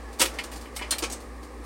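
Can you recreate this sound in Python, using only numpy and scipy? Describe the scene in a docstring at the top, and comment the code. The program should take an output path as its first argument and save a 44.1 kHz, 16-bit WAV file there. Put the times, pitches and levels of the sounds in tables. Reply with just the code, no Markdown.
"""Slide projector, one change

A projector on a desk in a small room, close to a single microphone. Its fan blows and its motor hum throbs
slowly throughout. After a faint squeak the drive engages with a loud clack, the lift arm knocks, the gate
snaps, a latch ticks, the slide drops with a hollow clunk and a spring rattles to rest."""
import sys
import numpy as np
from scipy.fft import rfft, irfft, next_fast_len
from scipy.io import wavfile
from scipy.ndimage import map_coordinates

SR = 44100
rng = np.random.default_rng(int(sys.argv[2]) if len(sys.argv) > 2 else 0)


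def generate_wav(sig):
    """Save sig (samples, or channels by samples) to the path in sys.argv[1] as 16-bit PCM at SR."""
    pcm = np.round(np.clip(np.atleast_2d(sig).T, -1, 1) * 32767).astype(np.int16)
    wavfile.write(sys.argv[1], SR, pcm)


N = 72765


def amp(db):
    """Decibels to gain."""
    return 10 ** (np.asarray(db) / 20)


def unit(x):
    """Scale to rms 1."""
    return x / np.sqrt(np.mean(x ** 2) + 1e-20)


def along(points, hz):
    """Read a curve of (frequency, value) points at hz, on a log frequency axis."""
    freqs, values = np.transpose(points)
    return np.interp(np.log(hz + 1), np.log(freqs + 1), values)


def filtered(x, response):
    """Filter x by a gain given as a function of frequency."""
    size = next_fast_len(len(x) + SR // 10)
    return irfft(rfft(x, size) * response(np.fft.rfftfreq(size, 1 / SR)), size)[:len(x)]


def rush(spectrum):
    """Steady noise of rms 1 with the given colour."""
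    return unit(filtered(rng.standard_normal(N), lambda hz: amp(along(spectrum, hz))))


def add(track, start_s, sound):
    """Mix a sound into the track."""
    span = track[round(start_s * SR):][:len(sound)]
    span += sound[:len(span)]


def fan():
    """Air rushes through the case and sounds its narrow resonances."""
    # colour of the rushing air: (frequency [Hz], relative level [dB])
    air_colour = [(28, -24), (42, 7), (75, -2), (110, -3.5), (160, -9.5), (240, -3), (500, 1.5), (630, -8),
                  (1230, -3), (1400, -16.5), (1750, -7), (2400, -14.5), (3100, -23.5), (4600, -20.5),
                  (6800, -25.5), (8800, -22), (11500, -31.5), (16000, -35)]
    # resonances of the air path: (frequency [Hz], width [Hz], level [dB])
    duct_modes = [(217, 70, -60.5), (295, 40, -55), (349.4, 60, -55.5), (489, 77, -55.5), (798, 28, -58.5),
                  (1138, 75, -59)]
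    duct = np.zeros(N)
    for hz, width, db in duct_modes:
        band = filtered(rng.standard_normal(N), lambda f: 1 / (1 + ((f - hz) / width) ** 2) ** 2)
        duct += amp(db) * unit(band)
    return amp(-46.5) * rush(air_colour) + duct


def motor():
    """The fan shaft turns a little slower than the motor, so the two beat; the mains adds an overtone."""
    motor_hz, shaft_hz, mains_hz = 59.2, 55.35, 60
    waver_db, wavers_per_s = 0.5, 45
    t = np.arange(N) / SR - 0.05  # the throb first peaks at 0.05 s
    tones = [(motor_hz, -43.3), (shaft_hz, -52), (4 * mains_hz, -53.5)]  # (frequency [Hz], rms [dB])
    hum = np.sqrt(2) * sum(amp(db) * np.sin(2 * np.pi * hz * t) for hz, db in tones)
    waver = map_coordinates(rng.standard_normal(200), [np.arange(N) * wavers_per_s / SR])
    return hum * amp(waver_db * waver)


def squeak():
    """A faint narrow tone swells and fades before the clack."""
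    peak_s, half_width_s, pitch_hz = 0.08, 0.024, 1707
    t = np.arange(N) / SR
    swell = np.exp(-((t - peak_s) / half_width_s) ** 2)
    return amp(-49.5) * swell * np.sin(2 * np.pi * pitch_hz * t)


def strike(modes, t60, levels_db, ripple):
    """One contact: a crack, the part's own modes, the dense ring of the case and the room's answer."""
    # centres of the bass, middle, treble and top bands: (frequency [Hz])
    band_hz = [400, 2300, 7000, 13500]
    # span over which each band's level spreads: (width [Hz])
    band_width_hz = [614, 2470, 6640, 5800]
    # colour of the case's dense ringing: (frequency [Hz], gain [dB])
    case_colour = [(175, -22.5), (275, 0.5), (480, -1.5), (650, -3), (950, 2.5), (1550, -0.5), (2400, -0.5),
                   (5400, 0.5), (7000, -3.5), (8800, 4.5), (11000, 3.5), (16000, 1.5)]
    rise_s, crack_t60_s, room_t60_s = 0.0014, 0.0064, 0.22
    cluster_db, cluster_width = 5.5, 0.071  # half width as a share of the mode's pitch
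    ripple_db, ripple_step_hz = 2.6, 70
    band_levels = np.transpose([band_hz, levels_db])
    band_density = np.transpose([band_hz, levels_db - 10 * np.log10(band_width_hz)])  # dB in 1 Hz
    t = np.arange(SR // 2) / SR

    def response(f):
        """The noise has many small peaks and gathers around each strong mode."""
        peaks = unit(amp(ripple_db * map_coordinates(ripple, [f / ripple_step_hz])))
        humps = [amp(db + cluster_db) / (1 + ((f / hz - 1) / cluster_width) ** 2) for hz, db, _ in modes]
        cluster = np.sqrt(1 + sum(hump ** 2 for hump in humps))
        colour = amp(along(band_density, f) + along(case_colour, f))
        return np.sqrt(SR / 2) * peaks * cluster * colour

    def burst(gain_db, decay_s):
        """Coloured noise that falls 60 dB in decay_s."""
        return filtered(rng.standard_normal(len(t)), response) * amp(gain_db - 60 * t / decay_s)

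    crack = burst(-2, crack_t60_s)
    case = burst(-1.5, t60)
    room = burst(-17.5, room_t60_s)
    ring = np.zeros(len(t))
    for hz, db, mode_t60 in modes:
        start_db = db + along(band_levels, hz) + rng.normal(0, 1)
        ring += amp(start_db - 60 * t / mode_t60) * np.sin(2 * np.pi * hz * t)
    rise = 1 - np.exp(-t / rise_s)
    return crack + rise * (case + room + amp(-1.5) * ring)


def changer():
    """Parts strike and the linkage ticks through one slide change, over the rubbing of the turning cam."""
    # modes of each part: (frequency [Hz], gain [dB], t60 [s])
    part_modes = { "housing": [(333, 0.5, 0.11), (532, -4, 0.17), (974, -4.5, 0.051), (1273, -6.5, 0.11),
                  (1890, -6, 0.12), (2224, -7.5, 0.077), (2498, -8.5, 0.098), (2972, -11, 0.064),
                  (4630, -18, 0.076), (7300, -7, 0.043)], "slide": [(342, 3, 0.11), (468, 0, 0.081),
                  (1106, -5, 0.2), (1317, -12, 0.18), (2330, -5, 0.16), (2510, -2.5, 0.13),
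                  (3020, -2, 0.083)], "arm": [(1852, 1.5, 0.096), (2180, 2.5, 0.05), (2304, 3.5, 0.037),
                  (2475, 2, 0.048), (2990, 4, 0.11), (4780, 0.5, 0.043)], "gate": [(3430, -4.5, 0.063),
                  (4180, 0.5, 0.096), (8450, -4, 0.05), (9150, -2, 0.052), (10630, -9, .1)],
                  "spring": [(2153, -3, 0.17), (6250, -10, 0.062), (6570, -11, 0.073), (8220, -1.5, 0.056)],
                  "linkage": [(2410, -10.5, 0.064), (4600, -5.5, 0.1), (7000, -17, 0.036),
                  (9500, -18, 0.069)], }
    # contacts: (time [s], part, t60 of the case [s], bass [dB], middle [dB], treble [dB], top [dB])
    blows = [ (0.1959, "spring", 0.09, -25, -35.5, -19, -43),
             (.2030, "housing", 0.15, -28, -25, -18.5, -32),
             (0.2144, "housing", 0.096, -27, -19.5, -13.5, -28.5),
             (0.2185, "housing", 0.07, -29, -23, -17, -28), (.2290, "housing", 0.2, -29, -31.5, -27.5, -45),
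             (.2550, "housing", 0.095, -56, -26, -27.5, -40), (0.3863, "arm", 0.12, -42, -31.5, -34, -53),
             (0.4376, "linkage", 0.12, -35, -44, -33, -50.5),
             (.5160, "linkage", 0.19, -40, -44.5, -42.5, -52.5), (0.655, "arm", 0.13, -55, -50.5, -59, -62),
             (0.7632, "spring", 0.14, -43, -35.5, -32, -42.5), (0.7921, "arm", 0.057, -41, -38, -56, -69),
             (0.812, "arm", 0.11, -30, -40, -50, -78), (0.821, "arm", 0.17, -38, -38, -42, -68),
             (.9080, "gate", 0.12, -41, -31, -18.5, -35.5), (0.9216, "gate", 0.12, -37, -24.5, -32.5, -61),
             (0.9839, "linkage", 0.098, -56, -32.5, -27.5, -37),
             (1.0238, "slide", 0.13, -31.5, -37.5, -24, -57),
             (1.0367, "slide", 0.11, -36, -30.5, -24, -47.5), (1.0990, "spring", 0.077, -42, -47, -33, -50),
             (1.1120, "spring", 0.22, -49, -54, -31.5, -73),
             (1.1218, "spring", 0.067, -35, -55, -27.5, -43.5),
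             (1.1303, "spring", 0.1, -40, -44.5, -32.5, -50), ]
    # light ticks of the linkage: (time [s], level [dB])
    ticks = [(0.128, -51), (.189, -40), (0.339, -50), (0.53, -47), (.559, -45), (0.61, -47.5), (.752, -50),
             (1.202, -51), (1.429, -52), (1.638, -54.5)]
    # colour of the cam's rubbing: (frequency [Hz], relative level [dB])
    cam_colour = [(100, -18), (260, 0.5), (550, 4.5), (2200, -6.5), (3500, -14), (9000, -17), (16000, -45)]
    # strength of the rubbing as the cam turns: (time [s], level [dB])
    cam_levels = [(.2, -52), (.33, -43.5), (.55, -48), (.72, -55.5), (.85, -46), (1.121, -44), (1.35, -64)]
    tick_colour_db, tick_t60_s = np.array([-2, -4, 4, -10.5]), 0.19  # colour runs from bass to top
    # each part has its own many small resonances: one random value every 70 Hz
    ripple = {part: rng.standard_normal(SR // 70) for part in part_modes}
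    contacts = np.zeros(N)
    for start_s, part, t60, *levels_db in blows:
        add(contacts, start_s, strike(part_modes[part], t60, np.array(levels_db), ripple[part]))
    for start_s, db in ticks:
        tick = strike(part_modes["linkage"], tick_t60_s, db + tick_colour_db, ripple["linkage"])
        add(contacts, start_s, tick)
    rub_db = np.interp(np.arange(N) / SR, *np.transpose(cam_levels))
    return contacts + rush(cam_colour) * amp(rub_db)


def scene():
    """The whole projector from beside the desk, in mono."""
    return (changer() + fan() + motor() + squeak())[None]


def record(dry):
    """The microphone takes in nothing above the very top of the treble."""
    top_hz = 15850
    return np.array([filtered(channel, lambda hz: hz < top_hz) for channel in dry])


dry = scene()
out = record(dry)
generate_wav(out)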